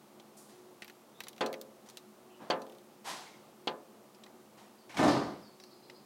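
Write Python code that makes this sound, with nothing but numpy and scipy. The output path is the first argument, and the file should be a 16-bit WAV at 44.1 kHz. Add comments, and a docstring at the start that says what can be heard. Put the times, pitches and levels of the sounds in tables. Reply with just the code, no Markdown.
"""A sparrow pecks three times at a window pane, heard from indoors: each impact cracks sharply and
sets the bending modes of the glass ringing. In between, its claws and beak tick on the resonant sill.
Farther back in the house, friction makes a few scrapes; then a door bumps shut, rebounds in its frame
and leaves the room reverberating. Distant birds whistle a few frequency-modulated notes, and under
it all lie a low hum and hiss."""
import sys
import numpy as np
from scipy import signal
from scipy.fft import rfft, irfft
from scipy.io import wavfile

SR = 44100
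rng = np.random.default_rng(int(sys.argv[2]) if len(sys.argv) > 2 else 0)


def log_audio(samples):
    """Write samples as a 16-bit WAV file to the path given in sys.argv[1]."""
    # one column per channel
    frames = np.atleast_2d(samples).T
    # limit to full scale, then quantise
    limited = np.clip(frames, -1, 1)
    pcm = np.round(limited * 32767).astype(np.int16)
    wavfile.write(sys.argv[1], SR, pcm)


N = 266805
T = np.arange(SR) / SR  # one second, the life of any single sound
HZ = np.fft.rfftfreq(SR, 1 / SR)

# bending modes of the pane: pitch_hz, level_db, base_t60_s
PANE_MODES = [(227.6, -11, 0.67), (271, -8, 0.65), (346.6, -11, 0.79), (380.5, 0, 0.22), (430, -1, 0.55),
              (507, 0.5, 0.34), (533, -2, 0.58), (585, -19.5, 1), (654, -7, 0.45), (727, 1.5, 0.28),
              (842, 1.5, 0.25), (878, -0.5, 0.22), (1016, 0.5, 0.26), (1088, 0, 0.1), (1199, -3.5, 0.3),
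              (1237, -17, 0.39), (1330, -6, 0.24), (1394, -21, 0.22), (1480, -8.5, 0.26), (1564, 0.5, 0.11),
              (1630, -7.5, 0.26), (1747, -9, 0.33), (1803, 0, 0.072), (2060, -5, 0.13)]
# spectrum of the dense ring of frame and glass: frequency_hz, density_db
FRAME_SPECTRUM = [(40, -23), (100, -31), (160, 1.5), (280, 3.5), (520, 7), (900, -2.5), (1500, -2.5),
                  (2300, 0.5), (3200, -0.5), (5000, -13.5), (8000, -16), (16000, -37)]
# decay of that ring: frequency_hz, base_t60_s
FRAME_T60 = [(100, 0.22), (400, 0.3), (900, 0.34), (2000, 0.12), (4000, 0.082), (12000, 0.042)]
# spectrum of the crack of beak on glass: frequency_hz, density_db
CRACK_SPECTRUM = [(300, -16), (1500, -25), (2300, -2), (3200, 10.5), (3900, 2.5), (4480, 9), (5000, -5),
                  (6200, -8), (9000, -44), (16000, -55)]
# pecks on the pane: start_s, level_db, crack_db, decay_ratio, push_db, spot_hz, crack_hz
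PECKS = [(1.4078, -27.5, 1, 1.66, -8, 573, 2450), (2.5010, -28, 5, 1.6, -2, 880, 5000),
         (3.6725, -32.5, 10, 1.32, -0.5, 970, 3750)]


def peck(level_db, crack_db, decay_ratio, push_db, spot_hz, crack_hz, push_hz=520, travel_s=.0027):
    """Impact excitation: the beak pushes the pane, bending waves crack at the frame, the modes ring."""
    hz, db, t60 = np.transpose(PANE_MODES)
    u = np.pi * push_hz * T - 2
    push = (2 * u ** 2 - 1) * np.exp(-u ** 2)  # one swing in and back, with no net flow of air
    spot_db = peaks_db([(spot_hz, spot_hz / 2, 5)])  # the struck spot favours some modes
    glass = ring(hz, db + np.interp(hz, HZ, spot_db), .75 * decay_ratio * t60)  # damped by the seal
    frame = die_away(noise(read(FRAME_SPECTRUM, HZ) + spot_db), FRAME_T60, decay_ratio)
    out = amp(push_db + 11) * push + (amp(-1) * glass + amp(-4) * frame) * rise(.00067)
    contact = amp(-11) * noise(read(CRACK_SPECTRUM, HZ) / 2) * fade(.0047)
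    colour_db = read(CRACK_SPECTRUM, HZ) + peaks_db([(crack_hz, crack_hz / 4, 5)])
    crack = amp(4) * noise(colour_db) * fade(.026)
    dull_tail = amp(-14) * noise(colour_db - HZ / 600) * fade(.1)
    add(out, 0, amp(crack_db) * contact)
    add(out, travel_s, amp(crack_db) * (crack + dull_tail) * rise(.0038))
    return amp(level_db) * out


# resonances of sill and sash: centre_hz, width_hz, gain_db
SILL_RESONANCES = [(2060, 380, 2.5), (3930, 250, 6), (4140, 170, 0), (4750, 390, 2.5), (5920, 370, 5)]
# spectra of the sill's ring, the contact snap and the wooden knock: frequency_hz, density_db
SILL_SPECTRUM = [(100, -8), (1200, 3.5), (2100, 1.5), (6000, -1), (15000, -8)]
SNAP_SPECTRUM = [(500, -21), (4000, -1), (8000, -5), (15000, -2.5)]
KNOCK_SPECTRUM = [(60, -21), (200, -9), (650, -6), (1300, -12), (4000, -35)]
# light ticks of claws and beak: start_s, level_db, ring_hz, snap_db
TICKS = [(0.1979, -49, 3600, -23), (0.8205, -36.5, 2390, -16), (0.8979, -44, 1900, -8),
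         (1.2045, -33, 2440, -6.5), (1.2372, -42.5, 4040, -3.5), (1.2685, -40.5, 2050, -21),
         (1.284, -40.5, 4250, 2), (1.3799, -46.5, 2570, -9), (1.461, -33, 4260, -12),
         (1.529, -40, 2270, 0.5), (1.5395, -39, 2400, -22), (1.6141, -45.5, 4040, 7),
         (1.888, -46.5, 5840, -19), (1.8991, -48.5, 4140, -1), (1.9712, -38.5, 4020, -2),
         (2.6184, -48, 4300, -6), (4.147, -53, 4800, -21), (4.2361, -46.5, 4020, -20),
         (4.2625, -48.5, 2020, -23), (5.5995, -48.5, 4280, -23), (5.8981, -44.5, 2570, -20)]


def tick(level_db, ring_hz, snap_db, slide_s=.01):
    """A light impact excites the sill's resonances; the briefer the contact, the brighter the tick."""
    band_db = -10 * np.log10(1 + np.log2((HZ + 1) / ring_hz) ** 4)  # an octave to either side
    ping_db = peaks_db([(ring_hz, ring_hz / 4, 8)])
    sill = noise(band_db + ping_db + peaks_db(SILL_RESONANCES) + read(SILL_SPECTRUM, HZ))
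    snap = amp(snap_db + 4) * noise(read(SNAP_SPECTRUM, HZ))
    knock = amp(-13) * noise(read(KNOCK_SPECTRUM, HZ)) * fade(.044)
    tail = amp(-19) * fade(.1)
    sharpness = amp(max(snap_db + 5, 0) / 3)
    body = (amp(3) * sill * (fade(.017 / sharpness) + tail) + knock / sharpness) * rise(.0011)
    touch = amp(level_db) * (body + snap * (fade(.006) + tail / 2))
    out = touch.copy()
    for lag_s in slide_s * rng.random(size=3):  # the claw slides and catches again, more weakly
        add(out, lag_s, amp(-13) * touch)
    return out


# the sparrow shifts its feet: start_s, end_s, level_db, ring_hz
SHUFFLES = [(0.815, .89, -49.5, 2460), (1.326, 1.37, -53, 3400), (2.66, 2.81, -57, 3200),
            (5.64, 5.66, -50, 4400)]


def steps(gap_s=.031, jitter_s=.0036, spread_db=2, snap_db=-3):
    """A jittered impulse train: rows of faint ticks, uneven in time and strength, fill each shuffle."""
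    rows = []
    for start_s, end_s, level_db, ring_hz in SHUFFLES:
        for step_s in np.arange(start_s, end_s, gap_s):
            late, weak = rng.standard_normal(2)
            rows.append((step_s + jitter_s * late, level_db - spread_db * weak, ring_hz, snap_db))
    return rows


# modes of the door leaf: pitch_hz, level_db
DOOR_MODES = [(134.6, -44), (290.7, -39), (333.8, -47), (408, -46), (527.6, -52.5), (565.2, -51),
              (667.5, -68), (699.8, -47.5), (888.2, -56), (1028, -42.5), (1071, -61), (1136, -48),
              (1211, -43.5), (1389, -64), (1540, -47), (1771, -51.5)]
# spectra of the leaf's thud and the latch's rattle: frequency_hz, density_db
THUD_SPECTRUM = [(25, -34), (60, -13.5), (130, -5.5), (280, 6), (450, -2.5), (700, -2), (1150, -6.5),
                 (1400, -13), (2000, -19), (4000, -55), (14000, -67)]
RATTLE_SPECTRUM = [(200, -6), (1000, 2.5), (2200, -4.5), (3200, -2), (4600, -5), (6500, -8.5), (10000, -16),
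                   (15000, -30)]
# resonances and one notch of the latch: centre_hz, width_hz, gain_db
LATCH_RESONANCES = [(1510, 61, 5), (1760, 36, 6), (2200, 250, 1), (4690, 110, -10)]
# reverberation time of the rooms: frequency_hz, t60_s
ROOM_T60 = [(60, .6), (250, .55), (1000, .55), (4000, .63), (8000, .55), (15000, .42)]
# the latch rides over its plate, door meets frame, latch drops in: start_s, thud_db, rattle_db, spot_hz
DOOR_BLOWS = [(4.892, -60, -49, 2200), (4.942, -46, -46, 890), (4.968, -35, -33.5, 2200),
              (4.990, -21.5, -39.5, 288), (5.027, -21, -33.5, 630), (5.078, -26, -34.5, 4700)]


def door_blow(thud_db, rattle_db, spot_hz):
    """An impact rings the leaf's modes; thud and rattle arrive as direct sound, then reverberation."""
    hz, db = np.transpose(DOOR_MODES)
    spot_db = peaks_db([(spot_hz, spot_hz / 3, 7)])
    latch_db = peaks_db(LATCH_RESONANCES + [(spot_hz, spot_hz / 4, 11)])
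    thud = amp(thud_db) * noise(read(THUD_SPECTRUM, HZ) + spot_db)
    rattle = amp(rattle_db) * noise(read(RATTLE_SPECTRUM, HZ) + latch_db)
    direct = amp(-3) * fade(.047)
    reverberant = amp(-1) * rise(.0083)
    blow = die_away(thud + rattle, ROOM_T60) * (direct + reverberant)
    leaf_t60 = .45 * (hz.mean() / hz) ** .17  # low modes last longer
    leaf = amp(thud_db - 6) * ring(hz, db + np.interp(hz, HZ, spot_db), leaf_t60)
    return (blow + leaf) * rise(.0015)


def rebounds(start_s=5.146, gap_s=.062, gap_ratio=.6, thud_db=-29, rattle_db=-58, loss_db=7.5):
    """Inelastic collisions: rows of blows as the latched door settles, each sooner and weaker."""
    rows, spot_hz = [], 132
    for k in range(3):
        rows.append((start_s, thud_db - k * loss_db, rattle_db - k * loss_db, spot_hz))
        start_s += gap_s * gap_ratio ** k
    return rows


# spectrum of the friction noise: frequency_hz, density_db
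SCRAPE_SPECTRUM = [(60, -30), (200, -4), (550, -3), (780, 4), (1050, 1.5), (1350, -5), (1900, -6),
                   (2200, -11), (2600, -9.5), (4500, -11.5), (8000, -17.5), (12500, -25), (16000, -40)]
# scrapes farther back in the house: start_s, length_s, level_db, tilt_db_per_octave
SCRAPES = [(.365, 0.01, -57, 13.5), (.48, 0.015, -61.5, 3), (1.855, 0.0082, -62, 3),
           (2.39, 0.038, -48.5, -4.5), (3.04, 0.059, -39.5, 1.5), (4.57, 0.0079, -57, 0.5)]


def scrape(length_s, level_db, tilt_db_per_octave, decay_ratio=1.156):
    """Friction noise builds up while the stroke lasts, then decays as reverberation."""
    octaves = np.log2(np.clip(HZ, 250, 9000) / 1000)
    friction = noise(read(SCRAPE_SPECTRUM, HZ) + tilt_db_per_octave * octaves)
    swell = np.minimum(T / length_s, 1)
    stroke_decay = fade(decay_ratio * read(ROOM_T60, 1000), length_s)  # at 1 kHz, by the stroke's end
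    return amp(level_db) * die_away(friction, ROOM_T60, decay_ratio) * swell / stroke_decay


# notes of distant birds: start_s, length_s, start_hz, end_hz, level_db, warble_ratio
BIRD_NOTES = [(1.14, 0.046, 3530, 3700, -65, .04), (2.29, 0.073, 2960, 2730, -68, .13),
              (3.26, 0.029, 2300, 2100, -56.5, .08), (4.77, 0.063, 5370, 4330, -71.5, .015),
              (5.405, .085, 6020, 4200, -63, .02), (5.595, 0.064, 6200, 4380, -62.5, .12)]


def bird_note(length_s, start_hz, end_hz, level_db, warble_ratio, warble_hz=130):
    """Frequency modulation makes a gliding whistle buzz; reflections from the garden prolong it."""
    t = T[:int(length_s * SR)]
    glide_hz = end_hz + (start_hz - end_hz) * np.exp(-3 * t / length_s)
    warble = warble_ratio * (1 - .5 * t / length_s) * np.sin(2 * np.pi * warble_hz * t)
    phase = 2 * np.pi * np.cumsum(glide_hz * (1 + warble)) / SR
    whistle = unit_rms(np.sin(phase) * signal.windows.tukey(len(t), .5))
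    echoes = rng.standard_normal(SR) * fade(.46)
    direct = .5 * (T == 0)
    path = direct + amp(-2) * echoes / np.linalg.norm(echoes)
    return amp(level_db) * signal.fftconvolve(whistle, path)


def chirps(start_s=5.705, period_s=.117, length_s=.0412, glide_hz=(4200, 4700), level_db=-62.5):
    """Periodic repetition: rows of three rising, buzzy notes that end one bird's phrase."""
    warble_ratio = .15
    return [(start_s + k * period_s, length_s, *glide_hz, level_db, warble_ratio) for k in range(3)]


# spectrum of house noise and hiss: frequency_hz, density_db
FLOOR_SPECTRUM = [(15, -70), (25, -29), (87, -26), (141, -8), (180, -16), (212, 0), (249, -10), (354, -5.5),
                  (384, -8.5), (887, -11.5), (962, -15), (1160, -14), (1650, -23.5), (14800, -31.5),
                  (16000, -31.5)]
# two narrow bands of household hum: centre_hz, width_hz, level_db
HUM_BANDS = [(212.3, 22, -69.5), (363.9, 7.3, -65.5)]


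def background(floor_db=-59, waver_db=1):
    """Broadband noise, slowly amplitude-modulated in its low part, lies under narrowband hum."""
    hz = np.fft.rfftfreq(N, 1 / SR)
    waver = shaped_noise(1 / (1 + (hz / 4) ** 4), N)
    hum = sum(amp(db) * shaped_noise(resonance(hz, centre, width), N) for centre, width, db in HUM_BANDS)
    floor = amp(floor_db) * shaped_noise(amp(read(FLOOR_SPECTRUM, hz)), N)
    low = irfft(rfft(floor) / (1 + (hz / 1200) ** 4), N)
    return floor + (amp(waver_db * waver) - 1) * low + hum


def amp(db):
    """Decibels as an amplitude ratio."""
    return 10 ** (np.asarray(db) / 20)


def unit_rms(x):
    """Normalisation to unit power."""
    return x / np.sqrt(np.mean(x ** 2) + 1e-20)


def read(points, hz):
    """Linear interpolation on a log-frequency axis."""
    point_hz, value = np.transpose(points)
    return np.interp(np.log(hz + 1), np.log(point_hz + 1), value)


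def resonance(hz, centre_hz, width_hz):
    """A Lorentzian peak of unit height."""
    return 1 / (1 + (2 * (hz - centre_hz) / width_hz) ** 2)


def peaks_db(resonances):
    """The summed gain of resonances at each of HZ."""
    return sum(db * resonance(HZ, centre, width) for centre, width, db in resonances)


def shaped_noise(gain, samples):
    """Spectral shaping of white noise, at unit power."""
    return unit_rms(irfft(rfft(rng.standard_normal(samples)) * gain, samples))


def noise(db):
    """One second of unit-power noise with the given relative level at each of HZ."""
    return shaped_noise(amp(db), SR)


def fade(t60, t=T):
    """Exponential decay by 60 dB in t60 seconds."""
    return np.exp(-np.log(1000) * t / np.maximum(t60, 1e-3))


def rise(time_constant_s):
    """Exponential approach to full amplitude."""
    return 1 - np.exp(-T / time_constant_s)


def die_away(x, t60s, decay_ratio=1):
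    """Frequency-dependent damping: each band of x decays at its own rate."""
    hz, t, bands = signal.stft(x, SR, nperseg=256)
    decay = fade(decay_ratio * read(t60s, hz)[:, None], t)
    return signal.istft(bands * decay, SR, nperseg=256)[1][:SR]


def ring(hz, db, t60):
    """Modal synthesis: damped sines of random phase, starting at unit power."""
    hz, db, t60 = hz[:, None], db[:, None], t60[:, None]
    size = amp(db) / np.sqrt(np.sum(amp(db) ** 2) / 2)
    return np.sum(size * fade(t60) * np.sin(2 * np.pi * (hz * T + rng.random(hz.shape))), 0)


def add(mix, start_s, sound):
    """Superposes a delayed sound on the mix."""
    part = mix[max(round(start_s * SR), 0):][:len(sound)]
    part += sound[:len(part)]


def scene():
    """Linear superposition of every source, in one channel."""
    mix = background()
    for rows, source in ((PECKS, peck), (DOOR_BLOWS + rebounds(), door_blow), (SCRAPES, scrape),
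                         (BIRD_NOTES + chirps(), bird_note), (TICKS + steps(), tick)):
        for start_s, *settings in rows:
            add(mix, start_s, source(*settings))
    return mix[None]


def record(dry, low_cut_hz=55, high_cut_hz=16100):
    """Band limiting: the small microphone loses the deep bass, a low-pass filter the highest treble."""
    thin = signal.sosfilt(signal.butter(2, low_cut_hz, "highpass", fs=SR, output="sos"), dry)
    low_pass = signal.firwin(511, high_cut_hz, window=("kaiser", 9), fs=SR)
    return signal.oaconvolve(thin, low_pass[None], "same")


dry = scene()
out = record(dry)
log_audio(out)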